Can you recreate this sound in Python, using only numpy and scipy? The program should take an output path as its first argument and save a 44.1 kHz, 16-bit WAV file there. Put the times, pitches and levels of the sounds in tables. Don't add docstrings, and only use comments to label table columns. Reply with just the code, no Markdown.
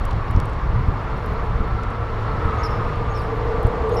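import sys
import numpy as np
from scipy import signal
from scipy.io import wavfile

SR = 44100
rng = np.random.default_rng(int(sys.argv[2]) if len(sys.argv) > 2 else 0)


def to_wav(sig):
    pcm = np.clip(np.atleast_2d(sig), -1, 1) * 32767
    pcm = np.round(pcm).astype(np.int16)
    wavfile.write(sys.argv[1], SR, pcm.T)


N = 176400
T = np.arange(N) / SR


def from_db(db):
    return 10 ** (np.asarray(db) / 20)


def unit_rms(x):
    return x / np.sqrt(np.mean(x ** 2) + 1e-20)


def in_time(rows):
    times, *columns = np.transpose(rows)
    return [np.interp(T, times, column) for column in columns]


def add(out, start_s, x):
    i = int(np.clip(start_s * SR, 0, N - 1))
    out[i:i + len(x)] += x[:N - i]


def drift(rate_hz):
    step, settle = 40, 2000
    lowpass = signal.butter(2, rate_hz, fs=SR / step, output="sos")
    slow = signal.sosfilt(lowpass, rng.standard_normal(N // step + settle + 2))[settle:]
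    return np.interp(np.arange(N) / step, np.arange(len(slow)), unit_rms(slow))


def banded_noise(spectrum, flicker_db):
    hz, db = np.transpose(spectrum)
    edges = 14 * 2 ** (np.arange(32) / 3)
    white, out = rng.standard_normal((2, N + SR // 2)), 0
    for k, (low, high) in enumerate(zip(edges, edges[1:])):
        band_db = np.interp(np.log(low * high) / 2, np.log(hz), db, left=-np.inf, right=-np.inf)
        flicker = drift(18)
        if np.isfinite(band_db):
            bandpass = signal.butter(3, [low, high], "band", fs=SR, output="sos")
            band = signal.sosfilt(bandpass, white[k % 2])[-N:]
            out = out + band * from_db(band_db + flicker_db * flicker)
    return unit_rms(out)


def blurred_tone(hz, width_hz):
    phase = 2 * np.pi * np.cumsum(hz * np.ones(N)) / SR
    fading = drift(width_hz / 2) + 1j * drift(width_hz / 2)
    fading = fading / (np.abs(fading) + .5) ** .35
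    return unit_rms(np.real(fading * np.exp(1j * phase)))


def resonate(x, hz, q):
    return signal.lfilter(*signal.iirpeak(hz, q, fs=SR), x)


# frequency_hz, relative_density_db
ROAR_SPECTRUM = [(150, -12.5), (260, 2.5), (400, 2), (570, 0.5), (800, 1.5), (1050, 5.5), (1250, 1),
                 (1500, -4), (2000, -8), (2800, -18), (4000, -22), (5200, -29.5), (6500, -37),
                 (8000, -42.5), (11000, -47), (18000, -55)]
# time_s, level_db
ROAR_LEVEL = [(0, -31.5), (.3, -31), (.8, -31.5), (1.3, -30.5), (1.6, -31.5), (2.1, -31), (2.6, -27.5),
              (3.1, -30.5), (3.4, -30), (3.8, -31), (4, -30)]


def road_roar():
    return from_db(in_time(ROAR_LEVEL)[0]) * banded_noise(ROAR_SPECTRUM, flicker_db=1.07)


# frequency_hz, relative_density_db
DECK_SPECTRUM = [(12, -10), (27, 3), (40, 1.5), (62, 2), (88, -7.5), (130, -6.5), (190, -14.5), (270, -30),
                 (500, -44)]
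# time_s, level_db
DECK_LEVEL = [(0, -21.5), (.5, -24), (.77, -17.5), (1, -25), (1.6, -22.5), (2.1, -26.5), (2.4, -23),
              (2.8, -23.5), (3.3, -25), (4, -24)]


def deck_rumble():
    return from_db(in_time(DECK_LEVEL)[0]) * banded_noise(DECK_SPECTRUM, flicker_db=2.83)


# time_s, level_db
ENGINE_LEVEL = [(0, -37), (1, -34), (1.7, -31), (2.6, -33.5), (3.3, -29), (4, -33)]


def engine_drone(pitch_hz=108, wander_hz=1.56, flutter_db=4.6):
    phase = 2 * np.pi * np.cumsum(pitch_hz + wander_hz * drift(6.1)) / SR
    level_db = in_time(ENGINE_LEVEL)[0] + flutter_db * drift(4.7)
    return from_db(level_db) * unit_rms(np.sin(phase))


# time_s, pitch_hz, level_db
PASSING_TONE = [(0, 1353, -66), (1.0, 1351, -48), (1.8, 1330, -37.5), (2.3, 1316, -38.5),
                (2.6, 1265, -31.5), (2.85, 1226, -36), (3.2, 1167, -36.5), (3.5, 1172, -40.5),
                (4, 1158, -35.5)]


def tyre_song():
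    pitch_hz, level_db = in_time(PASSING_TONE)
    passing = from_db(level_db) * blurred_tone(pitch_hz, width_hz=47.6)
    distant = from_db(-41.5) * blurred_tone(1162, width_hz=88)
    return passing + distant


# pitch_hz, width_hz, relative_level_db
HOWL_CLUSTER = [(439.7, 16, -0.5), (474.7, 22.8, 0.5), (511, 22, -15)]
# frequency_hz, relative_density_db
RUSH_SPECTRUM = [(150, -3), (260, -3), (350, 0.5), (580, 0.5), (850, 0.5), (1300, -19), (3000, -28.5),
                 (8000, -46), (18000, -66)]
# time_s, level_db
HOWL_LEVEL = [(0, -45.5), (.95, -43), (1.35, -35.5), (1.8, -41.5), (2.3, -36), (2.8, -35), (3.3, -32.5),
              (3.48, -27.5), (3.68, -26), (3.9, -25), (4, -22)]


def tyre_howl(rush_db=-6):
    tones = sum(from_db(db) * blurred_tone(hz, width_hz) for hz, width_hz, db in HOWL_CLUSTER)
    rush = from_db(rush_db) * banded_noise(RUSH_SPECTRUM, flicker_db=1)
    return from_db(in_time(HOWL_LEVEL)[0]) * (unit_rms(tones) + rush)


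# start_s, peak_db, centre_hz
REEL_TICKS = [(0.052, -33, 7400), (0.057, -41, 11000), (.109, -32, 3800), (0.113, -30, 3000),
              (.131, -37, 4470), (.311, -37, 10500), (.363, -37.5, 4960), (.401, -26.5, 4400),
              (0.401, -39, 10000), (.456, -40, 9000), (.497, -47, 7000), (.533, -46, 5500),
              (.879, -51, 11000), (1.176, -49, 9500), (1.261, -41, 11500), (1.305, -50, 11500),
              (1.335, -50, 11500), (1.441, -50, 11500), (1.682, -50, 13000), (1.834, -37, 5000),
              (1.904, -47, 8000), (2.453, -48, 10000), (2.959, -45, 6500), (3.177, -42, 9500),
              (3.247, -49, 13000), (3.355, -49, 12000), (3.456, -51, 13500), (3.631, -39, 11000),
              (3.669, -39.5, 10000), (3.894, -41, 10600), (3.958, -39, 12000)]


def fishing_reel(decay_s=.0015, gear_ticks_per_s=24, gear_db=-60.5):
    out, t = np.zeros(N), T[:SR // 40]
    for start_s, peak_db, centre_hz in REEL_TICKS:
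        contact = rng.standard_normal(len(t)) * np.exp(-t / decay_s)
        tick = resonate(resonate(contact, centre_hz, q=1.9), centre_hz, q=1)
        add(out, start_s, from_db(peak_db) * tick / np.abs(tick).max())
    teeth = (rng.random(N) < gear_ticks_per_s / SR) * from_db(rng.normal(0, 2.4, N))
    decays = signal.lfilter([1], [1, -np.exp(-1 / (decay_s * SR))], teeth + 1e-18)
    patter = decays * rng.standard_normal(N)
    return out + from_db(gear_db) * resonate(patter, hz=11500, q=2.5)


# start_s, swing_peak_db
JOINT_STRIKES = [(0.299, -11), (0.349, -3), (0.37, -2), (.393, -12), (.736, -20), (.759, -7), (0.883, -4),
                 (1.317, -11.5), (1.605, -6), (2.333, -15.5), (2.453, -5), (3.54, -12), (3.648, -4),
                 (3.676, -9.5)]


def wheel_thuds(deck_hz=76.3, t60_s=.03, shudder_db=-17.5, shudder_decay_s=.041):
    out, t = np.zeros(N), T[:SR // 3]
    lowpass = signal.butter(2, 165, fs=SR, output="sos")
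    swing = -np.sin(2 * np.pi * deck_hz * t) * from_db(-60 * t / t60_s)
    swing = signal.sosfilt(lowpass, swing)
    swing /= np.abs(swing).max()
    for start_s, peak_db in JOINT_STRIKES:
        low_noise = unit_rms(signal.sosfilt(lowpass, rng.standard_normal(len(t))))
        shudder = from_db(shudder_db) * low_noise * np.exp(-t / shudder_decay_s)
        add(out, start_s, from_db(peak_db) * (swing + shudder))
    return out


# middle_s, half_length_s, level_db, centre_hz
RUBS = [(1.25, .13, -74, 11500), (2.698, .08, -70, 12500), (2.878, 0.049, -69, 9000),
        (3.21, 0.069, -66, 10300), (3.95, 0.047, -62, 10200)]


def rustles(grain_db=5.5):
    grain = rng.standard_normal(N) * from_db(grain_db * drift(120))
    out = np.zeros(N)
    for middle_s, half_length_s, level_db, centre_hz in RUBS:
        swell = np.exp(-((T - middle_s) / half_length_s) ** 2)
        out += from_db(level_db) * swell * unit_rms(resonate(grain, centre_hz, q=3.2))
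    return out


def lead_note(length_s=.051, pitch_hz=6420, rise_hz=250, jitter=.019):
    progress = np.linspace(0, 1, int(length_s * SR))
    hz = (pitch_hz + rise_hz * progress) * (1 + jitter * drift(300)[:len(progress)])
    return np.sin(np.pi * progress) * np.sin(2 * np.pi * np.cumsum(hz) / SR)


# pitch_ratio, relative_level_db
WHISTLE_OVERTONES = [(2, -22), (2.3, -32), (2.75, -30)]


def whistle(phase):
    return np.sin(phase) + sum(from_db(db) * np.sin(ratio * phase) for ratio, db in WHISTLE_OVERTONES)


# start_s, level_db, length_s, fall_hz
BIRD_CALLS = [(2.632, -35, 0.045, 550), (3.146, -44, 0.067, 1120), (3.964, -38, 0.056, 654)]


def bird(pitch_hz=5510, scoop_hz=930, scoop_s=.00196, jitter=.019, ramp_s=.004, fade_db=7.5):
    out = np.zeros(N)
    for start_s, level_db, length_s, fall_hz in BIRD_CALLS:
        n = int(length_s * SR)
        t = T[:n]
        arch = (t / length_s) ** 2
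        hz = pitch_hz - scoop_hz * np.exp(-t / scoop_s) - fall_hz * arch
        phase = 2 * np.pi * np.cumsum(hz * (1 + jitter * drift(400)[:n])) / SR
        voices = whistle(phase) + from_db(-10) * whistle(.94 * phase)
        rasp = 1 + .3 * drift(380)[:n]
        hiss = from_db(-32) * unit_rms(resonate(rng.standard_normal(N), hz=12000, q=1))[:n]
        ramps = np.clip(np.minimum(t, length_s - t) / ramp_s, 0, 1)
        envelope = ramps * from_db(level_db - fade_db * arch)
        add(out, start_s, envelope * (voices * rasp + hiss))
        add(out, start_s - .056, from_db(-54) * lead_note())
    return out


def bridge_echo(x, echo_db=-10.5, t60_s=.65, build_up_s=.06):
    t = T[:SR]
    tail = rng.standard_normal(SR) * from_db(-60 * t / t60_s) * np.minimum(t / build_up_s, 1)
    return x + from_db(echo_db) * signal.fftconvolve(x, tail / np.linalg.norm(tail))[:N]


def scene():
    traffic = road_roar() + deck_rumble() + engine_drone() + tyre_song() + tyre_howl()
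    return (traffic + fishing_reel() + wheel_thuds() + rustles() + bridge_echo(bird()))[None]


def record(dry):
    highpass = signal.butter(1, 12, "high", fs=SR, output="sos")
    lowpass = signal.ellip(10, .1, 80, 15300, fs=SR, output="sos")
    return signal.sosfilt(lowpass, signal.sosfilt(highpass, dry))


dry = scene()
out = record(dry)
to_wav(out)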